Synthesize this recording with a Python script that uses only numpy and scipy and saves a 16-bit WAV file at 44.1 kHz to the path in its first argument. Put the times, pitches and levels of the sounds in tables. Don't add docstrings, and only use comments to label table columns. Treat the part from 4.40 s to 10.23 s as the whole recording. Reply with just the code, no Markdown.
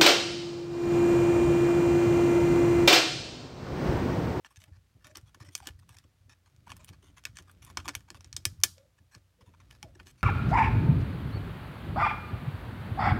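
import sys
import numpy as np
from scipy import signal
from scipy.fft import rfft, irfft
from scipy.io import wavfile
from scipy.ndimage import uniform_filter1d

SR = 44100
rng = np.random.default_rng(int(sys.argv[2]) if len(sys.argv) > 2 else 0)


def inscribe(sig):
    pcm = np.round(np.clip(np.atleast_2d(sig).T, -1, 1) * 32767)
    wavfile.write(sys.argv[1], SR, pcm.astype(np.int16))


N = 257103
TIME = np.arange(N) / SR
DRAW = SR // 6

# (time [s], effort level [dB])
EFFORT = [(0.0, -76), (0.57, -68.5), (0.78, -71), (1.39, -65), (2.0, -72), (2.18, -63), (2.35, -56),
          (2.78, -64), (3.41, -51.5), (3.59, -65), (3.85, -59.5), (4.14, -59), (4.38, -64), (4.74, -76),
          (5.03, -68), (5.23, -56.5), (5.52, -57), (5.83, -61.5)]
# (time [s], length [s], rasp level [dB], knock [dB], edge [dB], stick pitch [Hz])
BEAK_STROKES = [(0.046, 0.028, -64, 3, -14, 1718), (0.099, 0.033, -79.5, 10.5, 5.5, 1144),
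                (0.161, 0.017, -60.5, -14.5, -11.5, 2579), (0.199, 0.047, -69, -8.5, -4, 2993),
                (0.268, 0.027, -83, 8.5, -9, 825), (0.32, 0.055, -78.5, 2, -19, 1765),
                (0.605, 0.035, -84, 7.5, -7, 1736), (0.641, 0.048, -66, 2, -10.5, 1427),
                (0.694, 0.028, -70.5, -2, -10.5, 1734), (0.748, 0.04, -60.5, 0, -10.5, 1402),
                (0.857, 0.044, -75.5, 0.5, -5.5, 3320), (0.941, 0.02, -72, 7, -7.5, 1669),
                (0.998, 0.041, -64, -1, -13, 1817), (1.045, 0.052, -65.5, -5, -10, 2015),
                (1.119, 0.036, -69.5, -12, -1, 3350), (1.159, 0.05, -67.5, -11, 2, 1048),
                (1.22, 0.039, -68, 2, -4.5, 767), (1.254, 0.043, -59.5, 2, -9.5, 2940),
                (1.388, 0.015, -71, -7, -0.5, 1838), (1.422, 0.016, -84.5, 13.5, -4.5, 1105),
                (1.484, 0.038, -72.5, 0, -5, 1166), (1.521, 0.035, -70.5, 0, -1, 857),
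                (1.563, 0.042, -72, -1.5, -13, 1785), (1.636, 0.013, -75.5, 2.5, -11, 2240),
                (1.891, 0.049, -66, -3, -14.5, 1727), (2.057, 0.026, -76, 3.5, -8, 1170),
                (2.264, 0.02, -73.5, 16.5, 0.5, 951), (2.29, 0.042, -66, 9, -1.5, 1145),
                (2.356, 0.024, -77, 7, 0.5, 1073), (2.391, 0.056, -71.5, 2.5, -10, 1110),
                (2.474, 0.029, -64.5, -5, -5, 3050), (2.526, 0.024, -69, 2, -11, 1189),
                (2.622, 0.09, -73.5, -0.5, -4, 3068), (2.765, 0.034, -65, 2.5, -6, 2050),
                (2.853, 0.022, -62, 3, -16, 1510), (2.952, 0.06, -63, -6, -11.5, 1682),
                (3.071, 0.049, -78.5, 11.5, -0.5, 1675), (3.218, 0.042, -65, -3.5, -3, 2301),
                (3.263, 0.055, -69.5, 6.5, -1, 1079), (3.387, 0.027, -63.5, 9.5, -17, 1310),
                (3.443, 0.0325, -63, 5, -7, 1086), (3.485, 0.03, -58, 0.5, -15.5, 1520),
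                (3.533, 0.014, -65, 1, -14.5, 1750), (3.676, 0.017, -74.5, 10.5, -8.5, 1080),
                (3.748, 0.031, -67, 0.5, -5.5, 1160), (3.84, 0.026, -68.5, -9, -24.5, 2120),
                (4.577, 0.016, -76.5, 5.5, -11, 1722), (4.712, 0.053, -69.5, 4, -6, 1702),
                (5.005, 0.024, -74, 6.5, -9, 1105), (5.059, 0.04, -80, 8.5, -2.5, 986),
                (5.135, 0.019, -81.5, 16, -11, 1144), (5.198, 0.024, -72.5, 6, -20, 2326),
                (5.302, 0.07, -71.5, -0.5, -7, 1767), (5.549, 0.012, -66.5, -2, -16.5, 1644),
                (5.591, 0.021, -70, 11, -9.5, 1501), (5.656, 0.059, -66.5, -6, -3.5, 2996),
                (5.775, 0.045, -72.5, -6, -8, 2300)]
# (time [s], snap level [dB], knock [dB], body [dB], edge [dB], stick pitch [Hz])
FIBRE_SNAPS = [(0.0468, -66, 13.5, 16, -3, 1757), (0.1595, -61, -18, 2, -9, 2600),
               (0.2175, -62.5, -14, 2.5, -12, 3120), (0.239, -64.5, -14.5, 8.5, 4, 2610),
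               (0.645, -57.5, -24, 0.5, -10.5, 1715), (0.669, -64.5, 7.5, 6, 6, 1418),
               (0.756, -48.5, -9.5, 1, -13.5, 1270), (0.7704, -45, -12, -19.5, -5.5, 1087),
               (0.946, -59.5, 4.5, -2.5, -6, 1110), (1.0038, -61, 4.5, -12.5, -4.5, 1180),
               (1.1517, -30.5, -18, -11.5, -10, 2260), (1.1782, -61, -17, 4, 8, 2580),
               (1.202, -64, 13.5, 2, -10, 1100), (1.2713, -39.5, -24, -0.5, -5, 3020),
               (1.2876, -62.5, 5.5, 12.5, 1.5, 2902), (1.4916, -64.5, 6.5, 4.5, 6, 1178),
               (1.5687, -58, -15, -8.5, -8, 2250), (1.5854, -54, -16.5, -8, -10.5, 1772),
               (2.163, -68, -10, -10, -10, 2296), (2.2717, -71, 19.5, -4.5, -10, 921),
               (2.3028, -55, -7, 6.5, -13, 917), (2.318, -50, 5, 4.5, -11, 1162),
               (2.3668, -62, -2.5, -3, 6.5, 1090), (2.4452, -63.5, -24, 5, 12.5, 2980),
               (2.49, -57.5, -1, 4.5, -2, 3120), (2.838, -60, -4, -0.5, -8, 1120),
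               (2.8524, -36.5, -30, 2.5, -9.5, 2600), (2.9697, -46, -13.5, -3.5, -18.5, 1693),
               (2.9866, -49, -3, -3.5, -13.5, 2230), (3.0236, -66, -14, -9.5, -2, 2280),
               (3.096, -76, 19.5, 10.5, 4.5, 1455), (3.114, -77.5, 4, 2.5, 17.5, 1100),
               (3.2486, -63.5, -33, -5.5, 11.5, 3180), (3.3005, -58.5, 4, -9, -6, 1111),
               (3.3715, -31.5, -1, -9, -21, 1110), (3.3747, -47, 5, 9, -16, 1125),
               (3.4004, -58.5, -3, 8.5, -9, 1130), (3.456, -54.5, 11.5, -1, -6, 1160),
               (3.4795, -42, 1.5, 5.5, -7, 1026), (3.485, -36, -3, -22, -12, 2270),
               (3.4908, -39, -1, 0.5, -18, 2140), (3.551, -36, -9, 1.5, -3.5, 2230),
               (3.6064, -65, -2.5, 0.5, -6.5, 1800), (3.703, -44.5, -7.5, -6, -15, 1115),
               (3.7452, -60.5, 7, 2, -7.5, 1150), (3.8076, -54.5, -6.5, -7, -14, 1440),
               (3.8446, -51, -15, -14, -21.5, 776), (3.9279, -41.5, -20, -15.5, -22.5, 1760),
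               (3.965, -31, -22.5, -19, -15.5, 3490), (4.0527, -23.5, -19.5, -6, -6, 2200),
               (4.202, -64, -4.5, -14, -1.5, 1120), (4.214, -66.5, -7, -2, -2, 2280),
               (4.2354, -13.5, -21.5, -10.5, -6, 3004), (4.381, -60, -17, -3, -27, 2264),
               (4.749, -51, -8, -7.5, -19, 1199), (5.31, -59.5, -6.5, 6.5, -4.5, 2953),
               (5.4284, -46, -12.5, 1.5, -8.5, 820), (5.599, -68.5, 9.5, 17, -8, 1470),
               (5.6694, -56, -11, 0.5, -10.5, 2973), (5.712, -72, -9, -4, 5.5, 3260)]
# (time [s], level before trim [dB], middle pitch [Hz])
JOLTS = [(0.173, -46, 93), (0.275, -50, 110), (0.314, -41, 86.5), (0.37, -53, 95), (0.549, -49.5, 107),
         (0.643, -51, 108), (0.719, -55, 90), (0.775, -49.5, 87), (0.827, -45, 103.5), (0.95, -55, 94),
         (1.006, -40, 105), (1.078, -46.5, 111.6), (1.209, -45.5, 79.6), (1.298, -40, 78),
         (1.344, -43.5, 69.6), (1.405, -47.5, 95), (1.499, -48, 103.5), (1.555, -53, 90), (1.643, -50, 93),
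         (1.804, -51, 91), (1.855, -50, 94), (1.914, -51.5, 91), (2.064, -59, 100), (2.142, -54, 103),
         (2.179, -54, 101), (2.299, -45.5, 96.4), (2.375, -51, 91), (2.496, -42.5, 103.6),
         (2.681, -49.5, 74), (2.85, -52.5, 90.7), (2.89, -45, 102), (2.998, -49, 68.6),
         (3.235, -45.5, 95.4), (3.383, -37.5, 83.6), (3.465, -41.5, 87), (3.56, -39, 88), (3.745, -44, 104),
         (3.789, -47.5, 81), (3.86, -47.5, 86.4), (3.939, -38.5, 95.7), (4.062, -32, 97.6),
         (4.124, -43, 98), (4.186, -39, 90.7), (4.247, -40, 90), (4.6, -52.5, 90), (4.762, -47.5, 103.7),
         (5.02, -50, 85.6), (5.073, -48, 103), (5.441, -42, 107.4), (5.5, -50.5, 65), (5.585, -46.5, 70.7),
         (5.66, -51, 76)]
# (time [s], length [s], pitch [Hz], level before trim [dB])
HOLLOW_TONES = [(0.215, 0.061, 634, -75), (0.653, 0.037, 620, -66), (0.693, 0.048, 602, -64.5),
                (1.051, 0.043, 590, -71), (1.224, 0.031, 763, -56.5), (2.388, 0.046, 616, -69.5),
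                (4.366, 0.088, 554, -64.5), (4.445, 0.048, 540, -71.5), (4.985, 0.1, 490, -70),
                (5.426, 0.025, 800, -54), (5.437, 0.062, 663, -61), (5.449, 0.068, 541, -66.5)]
# (time [s], level before trim [dB], pitch [Hz])
THUDS = [(0.281, -56, 294), (0.551, -56, 256), (0.658, -52, 298), (0.709, -57, 303), (0.761, -48, 328),
         (0.959, -52, 290), (1.018, -48, 318), (1.085, -51.5, 288), (1.267, -42, 285), (1.642, -57.5, 304),
         (1.875, -58, 250), (2.272, -53, 211), (2.33, -54, 210), (2.501, -47, 185), (2.628, -52, 380),
         (2.689, -57.5, 291), (2.994, -48.5, 171), (3.304, -51, 172), (3.376, -46, 303), (3.419, -75, 174),
         (3.46, -40, 310), (3.486, -41.5, 298), (3.553, -47.5, 296), (3.704, -46, 336), (3.758, -51, 224),
         (3.848, -55.5, 351), (3.969, -48.5, 324), (4.055, -46.5, 342), (4.608, -58, 192),
         (4.752, -50.5, 173), (5.005, -53.5, 194.6), (5.081, -53, 194), (5.319, -58.5, 173),
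         (5.432, -43.5, 172), (5.554, -50.5, 360), (5.6, -49.5, 174.5), (5.659, -51.5, 366)]
# (frequency [Hz], width [Hz], relative level [dB])
WOOD_MODES = [(1190, 61, 0.5), (1436, 110, 0.5), (1737, 25, 0), (2264, 56, 8.5), (2473, 38, 0),
              (3025, 120, 3.5), (3195, 37, 5.5), (4790, 680, -6), (5165, 25, 0), (5680, 150, 4.5),
              (6000, 87, -8.5), (6620, 110, 2.5), (8800, 75, -13.5), (8265, 58, 2.5), (9180, 54, -1),
              (11770, 140, -6.5)]
# (frequency [Hz], width [Hz], relative level [dB])
FRAME_MODES = [(180, 23, -6.5), (241.6, 15, -2), (291, 21, 0.5), (354, 12, -1.5), (492, 330, -13)]
# (frequency [Hz], width [Hz], relative level [dB])
SWAY_MODES = [(62, 5.4, 0), (90.7, 5, 5.5), (115, 18, -5), (161, 23, -18)]
# (frequency [Hz], relative level [dB])
RUSTLE_SPECTRUM = [(400, -18.5), (700, -10), (1200, 10), (2200, 6), (4000, 3.5), (6200, -2.5), (10000, -8),
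                   (16000, -13.5)]
# (frequency [Hz], relative level [dB])
AIR_SPECTRUM = [(25, -39.5), (39, -27.5), (62, -15), (90, -14), (125, -6.5), (165, -18), (250, -25.5),
                (500, -19.5), (1200, -25.5), (2000, -26), (4000, -28.5), (6000, -29.5), (8500, -32.5),
                (16000, -36.5)]
ZONE_EDGES_HZ = [700, 1500, 3600, 8000, 14800]
ROOM_T60_S = [.34, 0.1, 0.27, .28]
ROOM_DB = [-24, -21, -24, -25]

ZONES = [signal.butter(3, pair, "band", fs=SR, output="sos")
         for pair in zip(ZONE_EDGES_HZ, ZONE_EDGES_HZ[1:])]
FIRM_BITE_DB = -54.5
FULL_EFFORT_DB = -52
CUTOFF_HZ = 16200


def from_db(db):
    return 10 ** (np.asarray(db) / 20)


def rms(x):
    return np.sqrt(np.mean(x ** 2) + 1e-24)


def add(out, s, sound):
    at = max(0, round(s * SR))
    out[at:at + len(sound)] += sound[:max(0, N - at)]


def butter(x, hz, kind, order=2):
    return signal.sosfilt(signal.butter(order, hz, kind, fs=SR, output="sos"), x)


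def resonate(x, modes):
    out = 0
    for hz, width, db in modes:
        r = np.exp(-np.pi * width / SR)
        poles = [1, -2 * r * np.cos(2 * np.pi * hz / SR), r * r]
        ringing = signal.lfilter([1, 0, -1], poles, x + 1e-18)
        out = out + from_db(db) * (1 - r * r) / 2 * ringing
    return out


def shaped(x, spectrum):
    hz, db = np.transpose(spectrum)
    bins = np.maximum(np.fft.rfftfreq(N, 1 / SR), 1)
    gain = from_db(np.interp(np.log(bins), np.log(hz), db)) * (bins > 20)
    y = irfft(rfft(x) * gain, N)
    return y / rms(y)


def evened(x, span_s):
    power = uniform_filter1d(x ** 2, round(span_s * SR))
    return x / np.sqrt(power + 0.017 * rms(x) ** 2)


def grains(n, per_s, spread_db):
    sizes = from_db(spread_db * np.minimum(rng.exponential(1, n), 4)) * rng.standard_normal(n)
    clicks = sizes * (rng.random(n) < per_s / SR)
    return clicks / rms(clicks)


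def swells(rows, rise_s, fade_s):
    power, t = np.zeros(N), TIME[:SR]
    shape = np.clip(t / rise_s, 0, 1) * np.exp(-np.maximum(t - rise_s, 0) / fade_s)
    for s, db, *_ in rows:
        add(power, s, (from_db(db) * shape) ** 2)
    return np.sqrt(power)


def background(air_db=-76, hum_hz=60, hum_db=-75):
    air = from_db(air_db) * shaped(rng.standard_normal(N), AIR_SPECTRUM)
    return air + from_db(hum_db) * np.sin(2 * np.pi * hum_hz * TIME)


def trembling(effort_db, sway_db=-3, after_db=-19, deep_db=-17):
    swing = resonate(rng.standard_normal(N), SWAY_MODES)
    tremble = evened(butter(butter(swing, 50, "high", order=3), 160, "low"), .07)
    rumble = evened(butter(rng.standard_normal(N), [38, 58], "band", order=3), .2)
    after_sway = from_db(after_db) * swells(JOLTS, rise_s=0.055, fade_s=0.045)
    return (tremble + from_db(deep_db) * rumble) * (from_db(effort_db + sway_db) + after_sway)


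def shuffling(effort_db, shuffle_db=-16, thud_db=-11):
    rattle = resonate(grains(N, 1500, 2.2), FRAME_MODES)
    rattle = evened(butter(rattle, 590, "low"), 0.034)
    thud_swell = from_db(thud_db) * swells(THUDS, rise_s=0.011, fade_s=0.02066)
    return rattle * np.hypot(from_db(effort_db + shuffle_db), thud_swell)


def pressing(beak, relax_hz=12, hardest=1.3):
    force = uniform_filter1d(beak ** 2, SR // 200) / from_db(FIRM_BITE_DB) ** 2
    force = np.minimum(force, hardest ** 2)
    return np.sqrt(np.maximum(butter(force + 1e-18, relax_hz, "low", order=1), 1e-18))


def rustling(effort_db, press, rustle_db=-74, with_effort=0.54, crumble_db=-69, with_press=0.94):
    fibres = shaped(grains(N, 2200, 2.6), RUSTLE_SPECTRUM)
    working = from_db(rustle_db + with_effort * (effort_db - FULL_EFFORT_DB))
    crumbling = from_db(crumble_db) * np.minimum(press, 2) ** with_press
    return fibres * np.hypot(working, crumbling)


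def room(x, build_s=0.0044):
    out, t = 0, TIME[:SR // 2]
    noise = rng.standard_normal(N)
    noise = butter(noise + resonate(noise, WOOD_MODES), 9000, "low", order=1)
    for zone, t60, db in zip(ZONES, ROOM_T60_S, ROOM_DB):
        decay = from_db(-60 * t / t60) ** 2 * np.clip(t / build_s - 1, 0, 1)
        fed = signal.sosfilt(zone, x + 1e-18) ** 2
        energy = signal.fftconvolve(fed, decay / decay.sum())[:N]
        wash = signal.sosfilt(zone, noise)
        out = out + from_db(db) * np.sqrt(np.maximum(energy, 0)) * wash / rms(wash)
    return out


def coloured(x, span_s, snap_db, knock_db, body_db, edge_db):
    out = 0
    for k, (zone, db) in enumerate(zip(ZONES, [knock_db, body_db, 0, edge_db])):
        part = signal.sosfilt(zone, x + 1e-18)
        level = from_db(snap_db + db) / rms(part[:round(span_s * SR)])
        out = out + (-1) ** k * part * level
    return out


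def splinter(force, count=5):
    pitches = np.geomspace(1500, 9000, count) * 2 ** rng.uniform(-.3, .3, count)
    return resonate(force, [(hz, 70 + hz / 30, 0) for hz in pitches])


def toy(force, stick_hz, stick_width_hz=90, stick_db=11, ring_db=9, splinter_db=6,
        echo_s=0.001126, echo_db=-8, scatter_db=-5, scatter_t60=0.061):
    t = TIME[:DRAW]
    direct = force + from_db(echo_db) * np.interp(t - echo_s, t, force, left=0)
    stick = resonate(direct, [(stick_hz, stick_width_hz, stick_db)])
    wood = from_db(ring_db) * resonate(direct, WOOD_MODES)
    splinters = from_db(splinter_db) * splinter(direct)
    scatter = rng.standard_normal(DRAW) * from_db(-60 * t / scatter_t60) * (t > echo_s)
    scatter *= from_db(scatter_db) / np.linalg.norm(scatter)
    return direct + stick + wood + splinters + signal.fftconvolve(direct, scatter)[:DRAW]


def scrapes(slips_per_s=900, spread_db=2.5, friction=0.84, ease=0.4, bite_s=0.0041, release_s=0.0045,
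            jerk_db=3.0, jerk_s=0.0054, body_db=1.2, body_follows=0.38):
    out, t = np.zeros(N), TIME[:DRAW]
    for s, length, rasp_db, knock_db, edge_db, stick_hz in BEAK_STROKES:
        pressure = np.clip(t / bite_s, 0, 1) * np.clip((length - t) / release_s, 0, 1)
        pressure = pressure * (1 - ease * t / length)
        jerks = np.interp(t / jerk_s, np.arange(DRAW), rng.standard_normal(DRAW))
        texture = grains(DRAW, slips_per_s, spread_db) + friction * rng.standard_normal(DRAW)
        force = pressure * from_db(jerk_db * jerks) * texture
        rasp = toy(force, stick_hz, stick_width_hz=130, stick_db=23.0, splinter_db=17)
        stroke_body_db = body_db + body_follows * knock_db
        add(out, s, coloured(rasp, length, rasp_db, knock_db, stroke_body_db, edge_db))
    return out


def fracture(run_s):
    age = np.minimum(TIME[:DRAW] / run_s, 6)
    burst = rfft(rng.standard_normal(DRAW) * np.sqrt(age) * np.exp(-age ** 2))
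    even = irfft(burst / np.sqrt(np.abs(burst) + 1e-9), DRAW)
    return even * (age < 6)


def cracks(tear_s=.0024, tear_growth=0.24, shortest_s=0.00096):
    out = np.zeros(N)
    strongest = max(row[1] for row in FIBRE_SNAPS)
    for s, snap_db, *colour, stick_hz in FIBRE_SNAPS:
        run_s = max(shortest_s, tear_s * from_db(tear_growth * (snap_db - strongest)))
        add(out, s, coloured(toy(fracture(run_s), stick_hz), .0045, snap_db, *colour))
    return out


def frame_knock(beak, level_db=-11, fade_hz=26):
    dull = butter(beak + 1e-12, 1600, "low", order=4)
    push = np.sqrt(np.maximum(butter(dull ** 2, fade_hz, "low", order=1), 0))
    return from_db(level_db) * push * evened(resonate(rng.standard_normal(N), FRAME_MODES), 0.019)


def ticks(press, count=55, tick_db=-71, follows=0.59, spread_db=1.5,
          knock_db=-3, body_db=0, edge_db=-2, run_s=0.00078):
    out, chance = np.zeros(N), np.minimum(press, 1)
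    turns = (np.arange(count) + rng.random(count)) / count
    moments = np.interp(turns, np.cumsum(chance) / chance.sum(), TIME)
    variations = spread_db * rng.standard_normal((count, 3))
    pitches = rng.uniform(1100, 2900, count)
    for s, (size, knock, edge), stick_hz in zip(moments, variations, pitches):
        tick = coloured(toy(fracture(run_s), stick_hz), .0045,
                        tick_db + size, knock_db + knock, body_db, edge_db + edge)
        add(out, s, np.interp(s, TIME, chance) ** follows * tick)
    return out


def jolts(rise_s=0.0094, sag=0.09, level_db=-1, ring_db=-14, ring_s=0.059):
    out, t = np.zeros(N), TIME[:SR // 3]
    push = (t / rise_s) ** 2 * np.exp(2 - 2 * t / rise_s)
    ring = from_db(ring_db) * np.minimum(t / rise_s, 1) * np.exp(-t / ring_s)
    for s, db, hz in JOLTS:
        pitch = hz * (1 + sag * (2 * np.exp(-t / (2 * rise_s)) - 1))
        swing = np.sin(2 * np.pi * np.cumsum(pitch) / SR)
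        add(out, s, from_db(db + level_db) * np.hypot(push, ring) * swing)
    return out


def hollow_tones(width_hz=75, peak_share=0.28, level_db=-1):
    out, t = np.zeros(N), TIME[:DRAW]
    for s, length, hz, db in HOLLOW_TONES:
        mode, age = [(hz, width_hz, 0)], t / (peak_share * length)
        noise = resonate(resonate(rng.standard_normal(2 * DRAW), mode), mode)
        noise = evened(noise, 0.028)[DRAW:]
        tone = noise * age * np.exp(-age)
        add(out, s, from_db(db + level_db) * tone / rms(tone[:round(length * SR)]))
    return out


def thuds(rise_s=0.0071, level_db=-8):
    out, t = np.zeros(N), TIME[:DRAW]
    swell = t / rise_s * np.exp(1 - t / rise_s)
    for s, db, hz in THUDS:
        add(out, s, from_db(db + level_db) * swell * np.sin(2 * np.pi * hz * t))
    return out


def scene():
    effort_db = np.interp(TIME, *np.transpose(EFFORT))
    beak = cracks() + scrapes()
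    press = pressing(beak)
    perch = trembling(effort_db) + shuffling(effort_db) + frame_knock(beak) + jolts() + thuds()
    near = beak + ticks(press) + rustling(effort_db, press) + hollow_tones() + butter(perch, 26, "high")
    return (near + room(near) + background())[None]


def record(dry):
    rounded = .6 * np.tanh(dry / .6)
    return signal.sosfilt(signal.ellip(10, .1, 80, CUTOFF_HZ, fs=SR, output="sos"), rounded)


dry = scene()
out = record(dry)
inscribe(out)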